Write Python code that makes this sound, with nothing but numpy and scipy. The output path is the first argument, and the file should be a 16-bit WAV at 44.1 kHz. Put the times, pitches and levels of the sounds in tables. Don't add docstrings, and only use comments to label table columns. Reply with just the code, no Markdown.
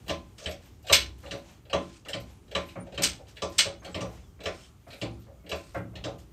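import sys
import numpy as np
from scipy import signal
from scipy.fft import rfft, irfft, next_fast_len
from scipy.io import wavfile
from scipy.ndimage import uniform_filter1d

SR = 44100
rng = np.random.default_rng(int(sys.argv[2]) if len(sys.argv) > 2 else 0)


def makeup_ratio(level_db):
    decades = np.asarray(level_db, float) / 20
    return 10 ** decades


def bounce(signal):
    frames = np.transpose(np.atleast_2d(signal))
    limited = np.clip(frames, -1, 1)
    pcm = np.round(limited * 32767).astype(np.int16)
    wavfile.write(sys.argv[1], SR, pcm)


N = 278712

# start_s, strength_db, frame_weight_db, thud_db, brightness_db
KNOCKS = [(0.0824, -42, 2, 6, -12.5), (0.096, -33, 7.5, -5.5, -15), (0.4607, -35.5, -3.5, -4, -11.5),
          (0.8987, -31.5, 7, -7, -14), (1.3115, -37.5, -1, -4.5, -11), (1.7313, -32, 8.5, -3, -12),
          (2.134, -36.5, -3, -2, -13), (2.5518, -29.5, 4, -6, -13), (2.9783, -34.5, 0.5, -2, -13.5),
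          (3.4214, -35, 6.5, -2, -10.5), (3.946, -36, 3, 3.5, -15), (4.0084, -44.5, 10, 1, -7),
          (4.4581, -34, 3, -6.5, -11.5), (5.0161, -37.5, 3.5, 3.5, -14), (5.5169, -33.5, 3, -9, -14),
          (6.0411, -38.5, 2.5, 0, -12)]
# start_s, strength_db, weight_db, brightness_db, edge_sharpness_db
CRACKS = [
    (0.9265, -17, -21, -1, -11),
    (0.9312, -17, -3.5, -10.5, -59),
    (0.939, -24.5, -9.5, -5, -13),
    (3.0206, -35.5, -9, 4, -3),
    (3.0333, -25.5, -6, 5.5, -13),
    (3.046, -29, -2.5, -3, -57),
    (3.5831, -25, -11, 6, -14.5),
    (3.588, -21.5, -7.5, -9, -29.5),
    (3.598, -26.5, -4, -4.5, -29.5),
    (3.6165, -36.5, -4.5, 1.5, -30.5),
]
HEAVY_PARTS = { "thud": (120, 330, 0.016, -0.31, [(179.3, -0.5, 0.33), (299, 0, 0.22), (338, -12.5, .6)]),
               "frame": (340, 800, .009, 9.5, [(425, -7, .18), (525, -11, .14), (561, -2, .24),
               (618, -5, .2), (664, -6, .2), (732, -13, .15)]),
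               "beam": (400, 800, 0.0074, 2, [(430, -4, .15), (515, -1, .14), (559, -1, 0.24),
               (619.4, -2, 0.17), (740, -5, 0.1)]), "tube": (950, 1400, 0.004, 3.7, [(873, -12, 0.15),
               (1124, -8.5, 0.19), (1163.5, 1, 0.22), (1327, -10, 0.13)]),
               "bar": (950, 1100, .01, 6, [(1012, -4, .3), (1034, 0, .36)]), }
THIN_PARTS = { "plate": (930, 1500, 0.0052, -14.5, [(1030, 0, .35), (1311, -3.5, 0.034)]),
              "arm": (1290, 2680, 0.0039, -7, [(1800, 0.5, 0.16), (2290, -4.5, 0.11)]),
              "pin": (2175, 4440, .001, -21.5, [(3200, 3, 0.095), (4100, -6.5, 0.07)]),
              "sheen": (6730, 8850, 0.00078, -10, [(8000, -2.5, 0.069), (8000, -0.5, 0.061)]),
              "shank": (4500, 6400, 0.001, -7.5, [(4900, -1, 0.052), (5150, -1, 0.085),
              (6220, -1.5, 0.056)]), "slab": (780, 2320, 0.0021, -12, [(840, 0, .1), (1136, -2, .08),
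              (1620, -2, .08), (2110, -3, .08)]), "ping": (2600, 3800, .0006, 13, [(3077, 2.5, 0.065),
              (3152, -1, 0.044), (2670, -15, 0.092), (3880, -8, 0.044), (5340, -7, 0.04)]),
              "top": (10800, 13800, .001, -12.5, [(11700, -.5, .04)]),
              "crest": (13800, 14000, .001, -20, [(14620, 0, .03)]),
              "socket": (3300, 3600, 0.0012, 18, [(2855, 4.5, 0.038), (3133, -3, 0.022), (3938, -5, 0.09)]),
              }
PARTS = {**HEAVY_PARTS, **THIN_PARTS}


def rms_one(x):
    return x / np.sqrt(np.mean(x ** 2) + 1e-20)


def loudest_one(x):
    return x / np.sqrt(uniform_filter1d(x ** 2, size=SR // 125).max())


def at_hz(points, hz):
    table_hz, values = np.array(points).T
    return np.interp(np.log(hz), np.log(table_hz), values)


def band(x, low_hz, high_hz, order=2):
    limits_hz = [low_hz, min(high_hz, 0.45 * SR)]
    return signal.sosfilt(signal.butter(order, limits_hz, "band", fs=SR, output="sos"), x)


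def drift(rate_hz):
    r = np.exp(-80 * np.pi * rate_hz / SR)
    draws = rng.standard_normal(N // 40 + 2002)
    slow = signal.lfilter([1], [1, -2 * r, r * r], draws)[2000:]
    return np.interp(np.arange(N) / 40, np.arange(len(slow)), rms_one(slow))


def banded_noise(spectrum, patchy_db, rate_hz):
    edges_hz = np.geomspace(spectrum[0][0], min(spectrum[-1][0], 0.4 * SR), num=15)
    white = rng.standard_normal((2, N))
    out = 0
    for k, (low_hz, high_hz) in enumerate(zip(edges_hz, edges_hz[1:])):
        level_db = at_hz(spectrum, np.sqrt(low_hz * high_hz))
        gain = makeup_ratio(level_db + patchy_db * drift(rate_hz))
        out = out + gain * band(white[k % 2], low_hz, high_hz)
    return rms_one(out)


def pit(hz, size=SR):
    # pitch_hz, t60_s
    pit_t60 = [(150, 0.54), (500, 0.31), (1100, 0.27), (2000, 0.25), (3500, 0.23), (6500, 0.2),
               (13000, 0.16)]
    t = np.arange(size) / SR
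    pit_tail = makeup_ratio(-60 * t / at_hz(pit_t60, hz))
    hall_tail = makeup_ratio(-30 - 60 * t / 0.37)
    fill_in = 1 - np.exp(-t / 0.0012)
    response = makeup_ratio(-18.5) * (pit_tail + hall_tail) * fill_in * rng.standard_normal(size)
    response[0] = 1
    return response


def quiet():
    # pitch_hz, level_db per Hz
    quiet_tone = [(240, -31.5), (400, 8.5), (545, -9.5), (906, -34.5), (1030, 4.5), (1490, -11.5),
                  (2840, -16.5), (7990, -11), (10200, -12.5), (14800, -15), (15800, -17)]
    return makeup_ratio(-70.5) * banded_noise(quiet_tone, patchy_db=2.5, rate_hz=4.8)


def rumble():
    # pitch_hz, level_db per Hz
    rumble_tone = [(15, -39.5), (25, -19.5), (54, 1.5), (87, 2), (226, -14), (318, -13), (477, -22),
                   (551, -31.5), (788, -32), (1020, -31.5), (1200, -15.5), (1560, -56.5), (2640, -120)]
    # time_s, level_db
    sway = [(0.0, -48), (0.35, -52), (0.93, -52), (1.09, -46), (1.18, -49.5), (1.49, -53.5), (2.59, -50),
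            (2.75, -54), (3.06, -43.5), (3.2, -52), (4.01, -50), (4.49, -53.5), (4.68, -53), (4.94, -56.5),
            (5.1, -49.5), (5.53, -55), (6.02, -44.5), (6.32, -51.5)]
    sway_db = np.interp(np.arange(N) / SR, *np.transpose(sway))
    return makeup_ratio(sway_db - 0.5) * banded_noise(rumble_tone, patchy_db=0.0, rate_hz=2.1)


def surge(s, strength_db, top_db, follows, lag_s, rise, fall, rest_db):
    coarse = np.arange(0, N, 64)
    late_s = coarse[:, None] / SR - np.array(s) - lag_s
    top = top_db + follows * (strength_db - np.median(strength_db))
    peaks = top + np.minimum(rise * late_s, -fall * late_s)
    return np.interp(np.arange(N), coarse, np.maximum(peaks.max(axis=1), rest_db))


def hiss():
    # pitch_hz, level_db per Hz
    hiss_tone = [(410, -32.5), (700, 1), (852, -6.5), (984, -10), (1300, -12), (2800, -9.5), (4800, -17.5),
                 (5400, -10.5), (14800, -32.5), (16000, -40)]
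    # time_s, level_db
    effort = [(0, 5), (.7, -2), (1.15, 2), (1.6, -4.5), (2.3, -1.5), (3.3, 2), (3.75, -3.5), (4.3, -2.5),
              (4.8, -1.5), (5.3, -3), (5.8, -2.5), (6.32, -1)]
    # top_db, share of the blow's strength swing, lag_s, rise (dB/s), fall (dB/s), rest_db
    hiss_surge = (-58, 0.3052, 0.57, 115, 107, -69)
    effort_db = np.interp(np.arange(N) / SR, *np.transpose(effort))
    start_s, strength_db = np.array([row[:2] for row in KNOCKS + CRACKS]).T
    level_db = effort_db + surge(start_s, strength_db, *hiss_surge)
    return makeup_ratio(level_db) * banded_noise(hiss_tone, patchy_db=0.0, rate_hz=17)


def booms():
    # start_s, pitch_hz, peak_db, t60_s
    boom_rows = [(0.106, 78.8, -38, 0.31), (0.462, 76, -34, 0.18), (0.907, 81.7, -32, 0.26),
                 (0.991, 63.1, -44, 1.5), (2.2, 62, -54, 1.5), (3.06, 64, -57, 1.5), (4.06, 62, -48.5, 1.5),
                 (5.05, 63, -49, 1.2), (1.327, 109.8, -45, 0.21), (.11, 334, -52, 0.64),
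                 (.91, 334, -51, 0.84), (1.74, 334, -53, 0.72), (2.56, 334, -52, 0.62),
                 (3.43, 334, -56.5, .7), (3.96, 185, -43.5, 0.63), (3.96, 334, -53.5, 0.62),
                 (5.02, 338, -52.5, 0.64), (5.75, 312, -53.5, 0.67), (6.05, 306, -51, 0.61),
                 (1.737, 77, -36, 0.27), (2.14, 114.6, -44, 0.44), (2.557, 76, -40, 0.44),
                 (2.768, 107, -46.5, 0.34), (2.986, 119, -38.5, 0.18), (3.427, 80.3, -42.5, 0.44),
                 (3.66, 96, -42.5, 0.2), (3.95, 87.5, -37, 0.21), (4.01, 115, -40.5, 0.49),
                 (4.462, 84.8, -38.5, 0.23), (5.018, 112.7, -39.5, 0.74), (5.522, 78, -40.5, 0.31),
                 (5.756, 79.5, -41, 0.32), (5.769, 112.7, -42, 0.82), (6.044, 119, -39, 0.4)]
    t = np.arange(SR) / SR
    swell = 1 - np.exp(-t / 0.0066)
    out = np.zeros(N + SR)
    for start_s, hz, db, t60 in boom_rows:
        at = round(start_s * SR)
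        out[at:at + SR] += makeup_ratio(db + 6.5 - 60 * t / t60) * swell * np.sin(2 * np.pi * hz * t)
    return out[:N]


def squeaks():
    # start_s, length_s, first_hz, toward_hz (about two thirds of the way is covered), level_db
    squeak_rows = [(.637, 0.068, 15000, 11000, -65), (1.488, .055, 10250, 15000, -69),
                   (2.308, 0.03, 13000, 12000, -66.5), (2.315, .05, 11000, 9560, -72),
                   (2.345, .03, 11000, 11000, -71), (2.3, .03, 10450, 10300, -76),
                   (0.494, .04, 11700, 11340, -55), (2.8, .04, 9000, 9500, -52),
                   (2.663, 0.046, 11800, 11750, -64), (3.79, .045, 6500, 6220, -65),
                   (4.204, .12, 3800, 2740, -72.5), (4.11, 0.06, 5620, 5600, -72),
                   (4.55, 0.12, 5350, 5300, -60), (4.63, 0.035, 3100, 3100, -58),
                   (4.58, .08, 6200, 6100, -64), (3.9, .06, 8050, 7200, -63), (4.83, .07, 2400, 2400, -71),
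                   (5.4, .06, 2200, 2190, -70), (4.11, 0.037, 15000, 9370, -67),
                   (5.12, .05, 9000, 9900, -71), (5.171, .07, 18000, 8700, -66.5),
                   (6.217, 0.12, 23000, 9200, -66.5)]
    t = np.arange(N) / SR
    out = np.zeros(N)
    wobble = 1 + 0.004 * drift(60)
    flutter = makeup_ratio(4.5 * drift(70) + 0.5)
    for start_s, length_s, first_hz, toward_hz, db in squeak_rows:
        end_s = start_s + length_s
        times_s = [start_s - 0.01, start_s, start_s + 0.35 * length_s, end_s, end_s + 0.01]
        level = makeup_ratio(np.interp(t, times_s, [-110, db - 9, db, db - 9, -110]))
        part = np.clip((t - start_s) / length_s, 0, 1)
        hz = toward_hz + (first_hz - toward_hz) * np.exp(-part / 0.98)
        out += level * flutter * np.sin(2 * np.pi * np.cumsum(hz * wobble) / SR)
    return out


def scrapes():
    # start_s, end_s, scrape_db, top_db
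    scrape_rows = [(0.383, 0.445, -47.5, -74), (0.63, 0.694, -69.5, -85), (1.788, 1.976, -55, -82),
                   (2.60, 2.728, -59, -67), (1.182, 1.392, -59, -66), (3.285, 3.285, -51, -65),
                   (3.517, 3.604, -51, -68), (3.833, 3.944, -56.5, -73), (4.065, 4.168, -64.5, -70),
                   (4.532, 4.663, -52, -73), (4.878, 5.012, -60.5, -62.5), (5.11, 5.25, -64.5, -81.5),
                   (5.58, 5.73, -57, -70), (5.746, 5.78, -58.5, -66), (6.184, 6.225, -63, -70)]
    # pitch_hz, level_db per Hz
    scrape_tone = [(710, -27), (1200, -6), (1980, -10.5), (2780, -7), (3510, -7.5), (5410, -8),
                   (8200, -11.5), (9500, -18), (12400, -52), (20900, -120)]
    t = np.arange(N) / SR
    grains = rng.standard_normal(N) * makeup_ratio(3 * drift(80))
    body = banded_noise(scrape_tone, patchy_db=1.5, rate_hz=7.2) * makeup_ratio(1.9 * drift(90) - 1.0)
    top = rms_one(band(grains, 7700, 13600))
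    out = np.zeros(N)
    for start, end, db, top_db in scrape_rows:
        stroke = makeup_ratio(np.interp(t, [start - 0.012, start, end, end + 0.11], [-35, -4, -3, -35]))
        sliding = (t > start - 0.012) * (t < end + 0.07)
        out += stroke * sliding * (makeup_ratio(db) * body + makeup_ratio(top_db) * top)
    return out


def cracks():
    crack_law = {"plate": (-10, 2.5, 1, 0), "arm": (-6.5, 0.5, 0, 0), "slab": (-12, 1.2, -0.5, 0),
                 "pin": (0.42, 0, 0, 0), "sheen": (-2.5, 0.06, 1, 0.016),
                 "shank": (-1.8, -0.075, 0.77, 0.013), "top": (0.86, 0, 0, 0.91), "crest": (-6, 0, 0, 0.98)}
    # pitch_hz, width_hz, level_db over the burst
    slip_rings = [(1800, 40, 6.5), (2180, 45, 7), (2950, 60, 6), (3400, 35, 7.5), (4020, 68, 6),
                  (4250, 40, 6), (4650, 30, 6), (4860, 25, 5.5), (5300, 56, 7), (6270, 50, 7),
                  (7410, 45, 3.5), (7760, 54, 6), (8280, 80, 5.5)]
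    t = np.arange(SR // 2) / SR
    swell = 1 - np.exp(-t / 0.002)
    shape = swell * (1 + makeup_ratio(-4) * np.exp(-t / 0.014))
    out = np.zeros(N + SR)
    for start_s, db, *colour in CRACKS:
        at = round((start_s - 0.0015) * SR)
        for name, (over_db, *shares) in crack_law.items():
            low_hz, high_hz = PARTS[name][:2]
            dense = band(pit(np.sqrt(low_hz * high_hz), size=SR // 2), low_hz, high_hz, order=5)
            gain = makeup_ratio(db + over_db + np.dot(colour, shares))
            out[at:at + len(t)] += gain * loudest_one(dense * shape)
    burst = out[:N] * makeup_ratio(2 * drift(250) - 2.5) + 1e-18
    coloured = burst
    for hz, width_hz, db in slip_rings:
        b, a = signal.iirpeak(hz, hz / width_hz, fs=SR)
        coloured = coloured + (makeup_ratio(db) - 1) * signal.lfilter(b, a, burst)
    return coloured


def part_response(name):
    low_hz, high_hz, swell_s, clear_db, modes = PARTS[name]
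    t = np.arange(SR) / SR
    swell = 1 - np.exp(-t / swell_s)
    clear = sum(makeup_ratio(db - 60 * t / t60) * np.sin(2 * np.pi * hz * t) for hz, db, t60 in modes)
    dense = band(pit(np.sqrt(low_hz * high_hz)), low_hz, high_hz, order=4)
    return loudest_one(makeup_ratio(clear_db) * loudest_one(clear * swell) + loudest_one(dense * swell))


def contacts(rows, law, chatter_s, chatter_db, trim_db):
    rows = np.array(rows)
    t = np.arange(SR // 40) / SR
    chatter = rng.standard_normal((len(rows), len(t))) * np.exp(-t / chatter_s)
    chatter[:, 0] = makeup_ratio(-chatter_db) * np.sqrt(np.sum(chatter ** 2, axis=1))
    chatter /= np.sqrt(np.sum(chatter ** 2, axis=1, keepdims=True))
    starts = np.round((rows[:, :1] - 0.0015) * SR).astype(int)
    at = starts + np.arange(len(t))
    forces = {}
    for name, (over_db, *shares) in law.items():
        level_db = rows[:, 1] + over_db + rows[:, 2:] @ shares + trim_db
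        forces[name] = np.zeros(N + SR)
        np.add.at(forces[name], at, chatter * makeup_ratio(level_db)[:, None])
    return forces


def thunks():
    # start_s, strength_db, weight_db, brightness_db
    thunk_rows = [(0.48, -35, -34, -26), (1.235, -45, 0, -7), (1.335, -35.5, -19, -24),
                  (2.0584, -51.5, 2, 0), (2.15, -38, -18, -26), (2.757, -37.5, -0.5, -10.5),
                  (2.785, -49, -14, -39), (2.998, -32.5, -42, -38), (3.1924, -46, -16, -33),
                  (3.588, -39.5, -8, 0), (3.6544, -34.5, -4.5, -10), (3.82, -50, -2.5, -5),
                  (3.87, -47, 3, -10), (4.055, -42, -10, -17), (4.08, -46, -10.5, -28),
                  (3.97, -36, -6, -32), (4.022, -34, -32, -30), (4.391, -51, 6.5, -7),
                  (4.48, -37, -38, -10), (4.868, -48.5, 0, -11.5), (5.04, -36, -22, -19),
                  (5.2654, -49.5, -22, -19), (5.3, -54.5, -13, -29), (5.4394, -57, 10.5, -8),
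                  (5.7465, -32.5, -5, -5.5), (5.78, -57, 15, -13), (5.9335, -51, 2.5, -16),
                  (6.0634, -32, -34, -24)]
    thunk_law = {"thud": (0, 0.99, 0), "beam": (0, 0, 0), "plate": (-6.5, 0, 0.41), "slab": (0.65, 0, .9),
                 "pin": (-24.5, 0, 0.79)}
    return contacts(thunk_rows, thunk_law, chatter_s=0.013, chatter_db=-1.5, trim_db=-1.5)


def ticks():
    # start_s, strength_db,
    # weight_db, brightness_db
    tick_rows = [(0.0653, -56, 9, -10), (0.3835, -52.5, -4, -9), (0.4124, -57, 9, -15),
                 (0.4444, -50, 5.5, -16), (0.8694, -42.5, -5, -13.5), (0.885, -39.5, -15, -14),
                 (0.9155, -49, -10, 2), (0.842, -65, 13, -23), (1.2291, -58, 11, -19),
                 (1.2615, -47, 3.5, -29.5), (1.6536, -60.5, 4.5, -32), (1.699, -46, 1.5, -25),
                 (2.051, -52, 4.5, -17), (2.0862, -37.5, -4, -12), (2.4808, -60, 3.5, -23.5),
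                 (2.5137, -46.5, 2, -19), (2.868, -59.5, 13, -18), (2.9228, -51, 7.5, -25),
                 (2.945, -50, -17, -14), (3.3687, -47, -1, -20), (3.8482, -41, -2.5, -20),
                 (4.4054, -46.5, -2.5, -24.5), (4.4373, -46, 5.5, -11), (4.9053, -45, -12.5, -31),
                 (4.93, -48.5, -2, -16), (5.4645, -50.5, -2, -35), (5.4944, -43.5, 1.5, -6),
                 (5.9559, -44.5, -1, -24),
                 (0.5109, -42.5, -29, -10), (0.624, -61, -11, -11), (1.3793, -71, -19, 7),
                   (0.83, -68, -19, 8), (0.85, -57, 4, -15), (3.359, -59.5, -5, -15), (3.5, -66, -10, 8),
                   (2.2044, -62, 5.5, 8.5), (2.6883, -51, -15, -17), (3.2695, -60.5, -10.5, -22),
                   (3.2928, -64.5, -13, 0), (5.558, -51, -14, -3), (6.1854, -60, -11, -1),
                   (0.083, -58, -7, 9)]
    tick_law = {"beam": (0, 1, 0), "arm": (-7, .2, 0), "pin": (0, 0, 0), "sheen": (-5, 0, 0.49),
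                "top": (0, 0, 0.97), "crest": (-16, 0, 0.95)}
    forces = contacts(tick_rows, tick_law, chatter_s=0.0023, chatter_db=-3.0, trim_db=-0.5)
    edge = makeup_ratio(23) * forces["top"]
    forces["socket"] = makeup_ratio(-3) * forces["pin"]
    forces["shank"] = makeup_ratio(0.5) * forces["sheen"]
    forces["pin"] = makeup_ratio(-3.5) * forces["pin"]
    forces["top"] = makeup_ratio(-6.5) * forces["top"]
    return forces, edge


def knocks():
    knock_law = {"thud": (-3, 0, 1, 0), "frame": (-1.2, 1, -0.063, -0.076), "tube": (-15.5, 1.73, 0, 0),
                 "pin": (0, 0, 0, 0), "sheen": (-4.5, 0, 0.5, 1), "shank": (3, 0.42, 0, 1.36),
                 "ping": (-1.5, -0.99, 0, -0.081), "socket": (-7.5, 0.5, -0.5, 0)}
    forces = contacts(KNOCKS, knock_law, chatter_s=0.0013, chatter_db=-6.0, trim_db=3.0)
    edge = makeup_ratio(11.5) * forces["sheen"]
    forces["arm"] = makeup_ratio(-8.5) * forces["pin"]
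    forces["top"] = makeup_ratio(-18.5) * forces["sheen"]
    forces["crest"] = makeup_ratio(-25) * forces["sheen"]
    forces["bar"] = makeup_ratio(-19) * forces["frame"]
    forces["frame"] = makeup_ratio(-3.5) * forces["frame"]
    forces["pin"] = makeup_ratio(-6.5) * forces["pin"]
    return forces, edge


def jack():
    knock_forces, knock_edge = knocks()
    tick_forces, tick_edge = ticks()
    blows = [knock_forces, thunks(), tick_forces]
    stance = np.arange(N + SR) // (SR // 3) % 3
    size = next_fast_len(N + SR + SR // 20)
    rung = 0
    for name in PARTS:
        force = sum(blow.get(name, 0) for blow in blows)
        for k in range(3):
            rung = rung + rfft(force * (stance == k), size) * rfft(part_response(name), size)
    sharp = band((knock_edge + tick_edge)[:N], 6400, 16000)
    clack = makeup_ratio(9) * band(knock_forces["ping"][:N], 1500, 6500)
    return irfft(rung, size)[:N] + sharp + clack


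def scene():
    background = quiet() + rumble() + hiss()
    return (background + booms() + squeaks() + scrapes() + cracks() + jack())[None]


def roll_off(x):
    return signal.sosfilt(signal.butter(12, 16820, fs=SR, output="sos"), x)


def record(dry):
    dip_hz, dip_width_hz, dip_share = 10400, 2000, 0.46
    b, a = signal.iirpeak(dip_hz, dip_hz / dip_width_hz, fs=SR)
    dipped = dry - dip_share * signal.lfilter(b, a, dry)
    no_deep_bass = signal.sosfilt(signal.butter(2, 42, "high", fs=SR, output="sos"), dipped)
    finished = signal.sosfilt(signal.cheby2(12, 60, 16350, fs=SR, output="sos"), no_deep_bass)
    return roll_off(finished)


dry = scene()
out = record(dry)
bounce(out)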